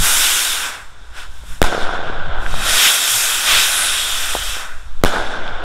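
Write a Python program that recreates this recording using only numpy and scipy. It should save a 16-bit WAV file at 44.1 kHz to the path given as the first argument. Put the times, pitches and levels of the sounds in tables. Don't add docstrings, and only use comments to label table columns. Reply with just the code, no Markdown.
import sys
import numpy as np
from scipy import signal
from scipy.fft import rfft, irfft, next_fast_len
from scipy.io import wavfile
from scipy.ndimage import uniform_filter1d, minimum_filter1d, map_coordinates

SR = 44100
rng = np.random.default_rng(int(sys.argv[2]) if len(sys.argv) > 2 else 0)


def to_wav(sig):
    pcm = np.clip(np.atleast_2d(sig), -1, 1) * 32767
    pcm = np.round(pcm).astype(np.int16)
    wavfile.write(sys.argv[1], SR, pcm.T)


N = 248706

# (start [s], shock front [ms], push [ms], swing size [full scale], swing decay [ms],
# recoil size [full scale])
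OVERHEAD_BURSTS = [(1.61706, .45, .97, 21, 8, .88), (5.03705, .38, 1.12, 6, 11, .62)]
# (peak [s], rise [s], fall [s], hiss swell [dB], whoosh peak level [dB],
# whoosh centre at the peak [Hz], glide [octaves per s])
ROCKET_SURGES = [(0.251, .09, 0.33, 3, -45, 3550, -1.5), (2.872, .15, 0.048, 6, -20, 3000, 7.5),
                 (3.555, .12, 0.13, 8.5, -35, 2600, 4), (3.788, 0.1346, 0.35, 2.5, -20, 9940, -0.9),
                 (3.95, 0.19, 0.84, 3.5, -34, 3540, -0.6)]


def amp(db):
    return 10 ** (np.asarray(db) / 20)


def unit(x):
    return x / np.sqrt(np.mean(x ** 2) + 1e-20)


def along(points, hz):
    f, v = np.transpose(points)
    return np.interp(np.log(hz + 1), np.log(f + 1), v)


def curves(spans):
    knots_s, *columns = np.transpose(np.vstack(spans))
    t = np.arange(N) / SR
    columns = [np.interp(t, knots_s, column) for column in columns]
    on = np.any([(t >= rows[0][0]) & (t <= rows[-1][0] + 1 / 18) for rows in spans], axis=0)
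    return [np.where(on, columns[0], -200)] + columns[1:]


def filtered(x, response):
    m = next_fast_len(N + SR // 2)
    return irfft(rfft(x, m) * response(np.fft.rfftfreq(m, 1 / SR)), m)[:N]


def rush(spectrum, patchy_db, grain_db=0):
    grain = rng.standard_normal(N // 64 + 1).repeat(64)[:N]
    spiky = rng.standard_normal(N) * amp(grain_db * grain)
    z = signal.stft(spiky, nperseg=512)[2]
    patches = uniform_filter1d(rng.standard_normal(z.shape), size=8, axis=0)
    patches = uniform_filter1d(patches, size=8, axis=1)
    x = signal.istft(z * amp(patchy_db * unit(patches)), nperseg=512)[1][:N]

    def colour(hz):
        outside = (hz < spectrum[0][0]) | (hz > spectrum[-1][0])
        return amp(along(spectrum, hz) - 90 * outside)
    return unit(filtered(x, colour))


def wobble(rate):
    knots = rng.standard_normal(int(N * rate / SR) + 4)
    return map_coordinates(knots, [np.arange(N) * rate / SR])


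def away(peak_s, rise_s, fall_s):
    t = np.arange(N) / SR - peak_s
    return np.where(t < 0, t / rise_s, t / fall_s) ** 2


def layers(level_db, roar_db, hiss_db):
    fizz_db = -1.5 - 0.31 * np.minimum(roar_db, 11)
    return amp(level_db + np.array([hiss_db - 3, roar_db - 3.5, np.full(N, 1.06), fizz_db])) ** 2


def jets():
    # (time [s], sizzle level [dB],
    # roar over sizzle [dB], hiss over sizzle [dB])
    volleys = [
        [(0, -27, -2.5, 1.5), (.042, -18, -3, -1), (.254, -19.5, -3, -1.5), (.516, -24.5, -3, 0.5),
         (.664, -31.5, 5.5, 4), (.78, -46, 13.5, 5.5), (.87, -56.5, 13, 3), (.96, -66, 15, 4),
         (1.1, -61, 10, -3)],
        [(2.3, -87, 4, 6), (2.42, -51, 9, 9), (2.6, -35, 5, 8), (2.69, -22.5, 1, 4.5), (2.85, -17, -2.5, 0),
         (3.0, -23, -2, 2), (3.15, -19.5, -5.5, -1.5), (3.43, -25, -0.5, 3), (3.52, -19.5, 2, -0.5),
         (3.66, -22, -1.5, 1), (3.8, -26, 3.5, 1.5), (4.0, -27.5, 0, 0.5), (4.33, -28.5, 1, -0.5),
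         (4.42, -32, 1.5, 2), (4.5, -31, 0, 3.5), (4.61, -36.5, 8.5, 2), (4.72, -50.5, 14.5, 2.5),
         (4.95, -63.5, 7, 2)],
    ]
    # (peak [s], rise from 20 dB under the peak [s],
    # fall to 20 dB under it [s], sizzle level [dB], roar over sizzle [dB], hiss over sizzle [dB])
    puffs = [(1.19, 0.065, 0.11, -45, 12, 8.5), (1.37, 0.16, 0.15, -54.5, 2.7, 4),
             (1.52, 0.11, 0.12, -46, 2.6, 1)]
    # (time [s], strength [0-1])
    ground_mirror = [(2.2, 0), (2.3, .85), (2.64, 0.44), (2.76, 0.17)]
    # (frequency [Hz], relative level [dB])
    hiss_colour = [(1500, -14), (2400, -3), (5500, -10), (7500, -29)]
    roar_colour = [(90, -37), (250, -14), (500, -10), (1000, -3.5), (2000, -6.5), (2800, -11)]
    sizzle_colour = [(4500, -7.5), (6000, -2), (9000, 0), (11000, -27)]
    fizz_colour = [(7500, -47), (9500, -2.5), (12000, -4.5), (14000, -12), (16000, -17)]

    power = layers(*curves(volleys))
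    for s, rise, fall, db, roar_db, hiss_db in puffs:
        power = power + layers(db - 20 * away(s, rise, fall), np.full(N, roar_db), np.full(N, hiss_db))
    hiss, roar, sizzle, fizz = np.sqrt(power)
    swell_db = sum(db * np.maximum(1 - away(s, rise, fall), 0) for s, rise, fall, db, *_ in ROCKET_SURGES)
    jet = hiss * amp(swell_db) * rush(hiss_colour, 1.1, grain_db=1.0)
    jet = jet + roar * rush(roar_colour, 0.42)
    jet = jet + sizzle * rush(sizzle_colour, 0.94, grain_db=0.5)
    jet = jet + fizz * rush(fizz_colour, 1.1, grain_db=0.5)
    mirror = np.clip(np.interp(np.arange(N) / SR, *np.transpose(ground_mirror)), 0, 1)
    mirror_delay_s = 0.00156
    comb = jet + mirror * np.roll(jet, round(mirror_delay_s * SR))
    return comb / np.sqrt(1 + mirror ** 2)


def town():
    # (frequency [Hz], relative level [dB])
    hum_colour = [(59, -9), (100, -10), (244, -17), (1060, -11.5), (1390, -16.5), (1800, -19), (4200, -24),
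                  (8110, -28), (11000, -40), (16000, -65)]
    return amp(-48.5) * rush(hum_colour, 0.85)


def wind():
    # (time [s], rumble [dB], rocking over rumble before smoothing and stop [dB],
    # flutter over rumble before its wobble [dB])
    gusts = [
        [(0, -27, 24.5, 3), (.082, -36, 15.5, -7), (.35, -52, 27, -10), (.7, -44, 13.5, -8),
         (1.1, -40, 13.5, -28), (1.55, -32, 11, -14)],
        [(1.78, -47, 42, -6), (2.05, -39.5, 23.5, 1.5), (2.34, -26.5, 19, -12), (2.59, -29, 26.5, -2.5),
         (2.9, -59.5, 19, 5), (3.1, -54.5, 22.5, 2), (3.45, -47, 21, -20), (3.54, -36, 18, 0),
         (3.64, -45.5, 17, -8), (4.2, -37.5, 18, -16), (4.5, -30.5, 3, -21), (4.65, -47, 24.5, -9),
         (4.84, -34.5, 23.5, -27), (4.96, -34, 27, -17)],
        [(5.18, -37.5, 29, -17), (5.3, -45, 20, -12), (5.46, -33.5, 21, -7), (5.64, -35.5, 17, -21)],
    ]
    # (frequency [Hz], relative level [dB])
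    rock_colour = [(2, -6), (5, 2.5), (10, -5), (20, -16), (30, -45)]
    rumble_colour = [(18, -26), (30, -1.5), (60, -5), (120, -23)]
    flutter_colour = [(60, -10), (95, 1), (200, -6.5), (300, -16)]

    gust_db, rock_db, flutter_db = curves(gusts)
    rock = uniform_filter1d(amp(gust_db + rock_db), size=SR // 25) * rush(rock_colour, 0)
    flutter = amp(flutter_db + wobble(8.7)) * rush(flutter_colour, 2.2)
    stop = 0.43
    return stop * np.tanh(rock / stop) + amp(gust_db) * (rush(rumble_colour, 1.3) + flutter)


def whoosh():
    t, out = np.arange(N) / SR, np.zeros(N)
    for s, rise, fall, _, db, centre_hz, glide in ROCKET_SURGES:
        moving_hz = centre_hz * 2 ** (glide * np.clip(t - s, -rise, fall))
        turn = 2 * np.pi * np.cumsum(moving_hz) / SR
        width_hz = 350 if centre_hz < 6000 else 1300
        low_band = [(5, 0), (width_hz, 0), (2 * width_hz, -20)]
        band = sum(rush(low_band, 0) * wave(turn) for wave in (np.cos, np.sin))
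        out = out + amp(db - 26 * away(s, rise, fall)) * band
    return out


def pops():
    # (start [s], level before a shared lift [dB], pitch [Hz])
    lone_pops = [(1.4364, -36, 560), (1.7267, -6, 684), (1.7479, -12, 520), (1.7691, -17, 840),
                 (1.7786, -9, 556), (1.854, -20, 750), (1.892, -12, 860), (1.937, -18, 564),
                 (1.991, -15, 650), (2.0984, -20, 390), (2.4636, -16, 1700), (2.541, -15, 790),
                 (4.3516, -8.5, 650), (4.3643, -19.5, 696), (4.5678, -22.5, 695), (5.162, -11, 1200),
                 (5.17, -15, 700), (5.201, -17, 1110), (5.252, -19, 1490), (5.4788, -21, 2540)]
    out, t = np.zeros(N + SR), np.arange(SR // 100) / SR
    lift_db = 5
    for s, db, hz in lone_pops:
        cycles = hz * t
        swing = np.sin(2 * np.pi * cycles ** 1.02)
        rounded_front = np.tanh(cycles / 0.27)
        fade = np.exp(-(cycles / 1.08) ** 4)
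        out[round(s * SR):][:len(t)] -= amp(db + lift_db) * swing * rounded_front * fade
    return out[:N]


def bursts():
    # (start [s], length [ms])
    ground_returns = [(1.6278, .16), (1.62835, .17), (5.04875, .62)]
    t = np.arange(N) / SR
    push_size = 40
    out = sum(push_size * ((t >= s) & (t < s + ms / 1000)) for s, ms in ground_returns)
    for s, front_ms, push_ms, swing, swing_ms, recoil in OVERHEAD_BURSTS:
        u = np.maximum(t - s, 0)
        slow = recoil * np.exp(-u / .12) - swing * np.exp(-1000 * u / swing_ms)
        push = push_size * ((u > front_ms / 1000) & (u < (front_ms + push_ms) / 1000))
        out = out + (t >= s) * (slow + push)
    return out


def roll_level():
    # (start [s], near walls [dB], houses at full level [s],
    # houses [dB], far town [dB])
    rolls = [(1.634, -18.5, 1.725, -25, -26.5), (5.045, -18, 5.14, -24.5, -28.5)]
    near_db_per_s, houses_db_per_s, far_db_per_s = 152, 65, 2.5
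    far_swell_s, roll_s = .12, 1.6
    houses_rise_s, houses_hold_s = 0.034, 0.025
    t, power = np.arange(N) / SR, np.zeros(N)
    for s, near_db, houses_s, houses_db, far_db in rolls:
        u = np.maximum(t - s, 0)
        near = (t >= s) * amp(near_db - near_db_per_s * u)
        rise = np.clip(1 + (t - houses_s) / houses_rise_s, 0, 1)
        houses = rise * amp(houses_db - houses_db_per_s * np.maximum(t - houses_s - houses_hold_s, 0))
        far = amp(far_db - far_db_per_s * u - 20 * (u / roll_s) ** 8) * np.tanh((u / far_swell_s) ** 2)
        power = power + near ** 2 + houses ** 2 + far ** 2
    lumps_db = 1.07 * wobble(18)
    return np.sqrt(power) * amp(lumps_db)


def echoes():
    # (frequency [Hz], relative level [dB])
    blast_colour = [(59, -57), (100, -10), (721, 1.5), (1150, -7), (1550, -6), (1830, -11.5), (3700, -17),
                    (4870, -18), (10200, -21), (16000, -37)]
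    # (frequency [Hz], loss [dB per s])
    air_loss = [(100, 14.5), (1000, 4), (3500, 10), (8000, 45.5), (12000, 64), (16000, 120)]
    hz, t, z = signal.stft(rush(blast_colour, 1.16, grain_db=1.5), SR, nperseg=256)
    since = np.min([np.where(t >= s, t - s, 9) for s, *_ in OVERHEAD_BURSTS], axis=0)
    dulled = z * amp(-along(air_loss, hz)[:, None] * since)
    roll = signal.istft(dulled, SR, nperseg=256)[1][:N]
    return amp(3.5) * roll_level() * roll


def hoot():
    middle_s, half_s, middle_hz, fall_hz_per_s = 3.158, 0.06, 108.4, 570
    u = np.arange(N) / SR - middle_s
    level_db = -34 - 25 * (u / half_s) ** 2
    return amp(level_db) * np.sin(2 * np.pi * (middle_hz - fall_hz_per_s * u / 2) * u)


def through_port(x):
    # (centre [Hz], width [Hz], boost [dB])
    port_bells = [(1509, 202, 11), (3150, 750, 3.5), (3520, 367, 10), (4200, 640, -2), (5380, 310, 4.5),
                  (7160, 1200, 2)]

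    def response(f):
        total = 1
        for centre, width, db in port_bells:
            total = total + (amp(db) - 1) * 1j * f * width / (centre ** 2 - f ** 2 + 1j * f * width)
        return total
    return filtered(x, response)


def scene():
    airborne = jets() + town() + whoosh() + pops() + echoes() + hoot()
    heard = amp(-1.5) * through_port(airborne) + wind() + bursts()
    return np.array([heard, heard])


def record(dry):
    hold, rail = SR // 10, .55
    over = np.abs(dry[0]) > .72
    held = -minimum_filter1d(-1. * over, size=hold, origin=(hold - 1) // 2)
    keep = np.exp(-1 / (.0022 * SR))
    top = 1 - (1 - rail) * signal.lfilter([1 - keep], [1, -keep], held)
    x = np.clip(dry[0], -top, top)
    x = filtered(x, lambda hz: 1j * hz / (3.5 + 1j * hz))
    x = np.clip(x, -1, 1.06 * top)
    top_hz = 15750
    x = filtered(x, lambda hz: 1 / (1 + (hz / top_hz) ** 800))
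    return np.clip([x, x], -1, 1)


dry = scene()
out = record(dry)
to_wav(out)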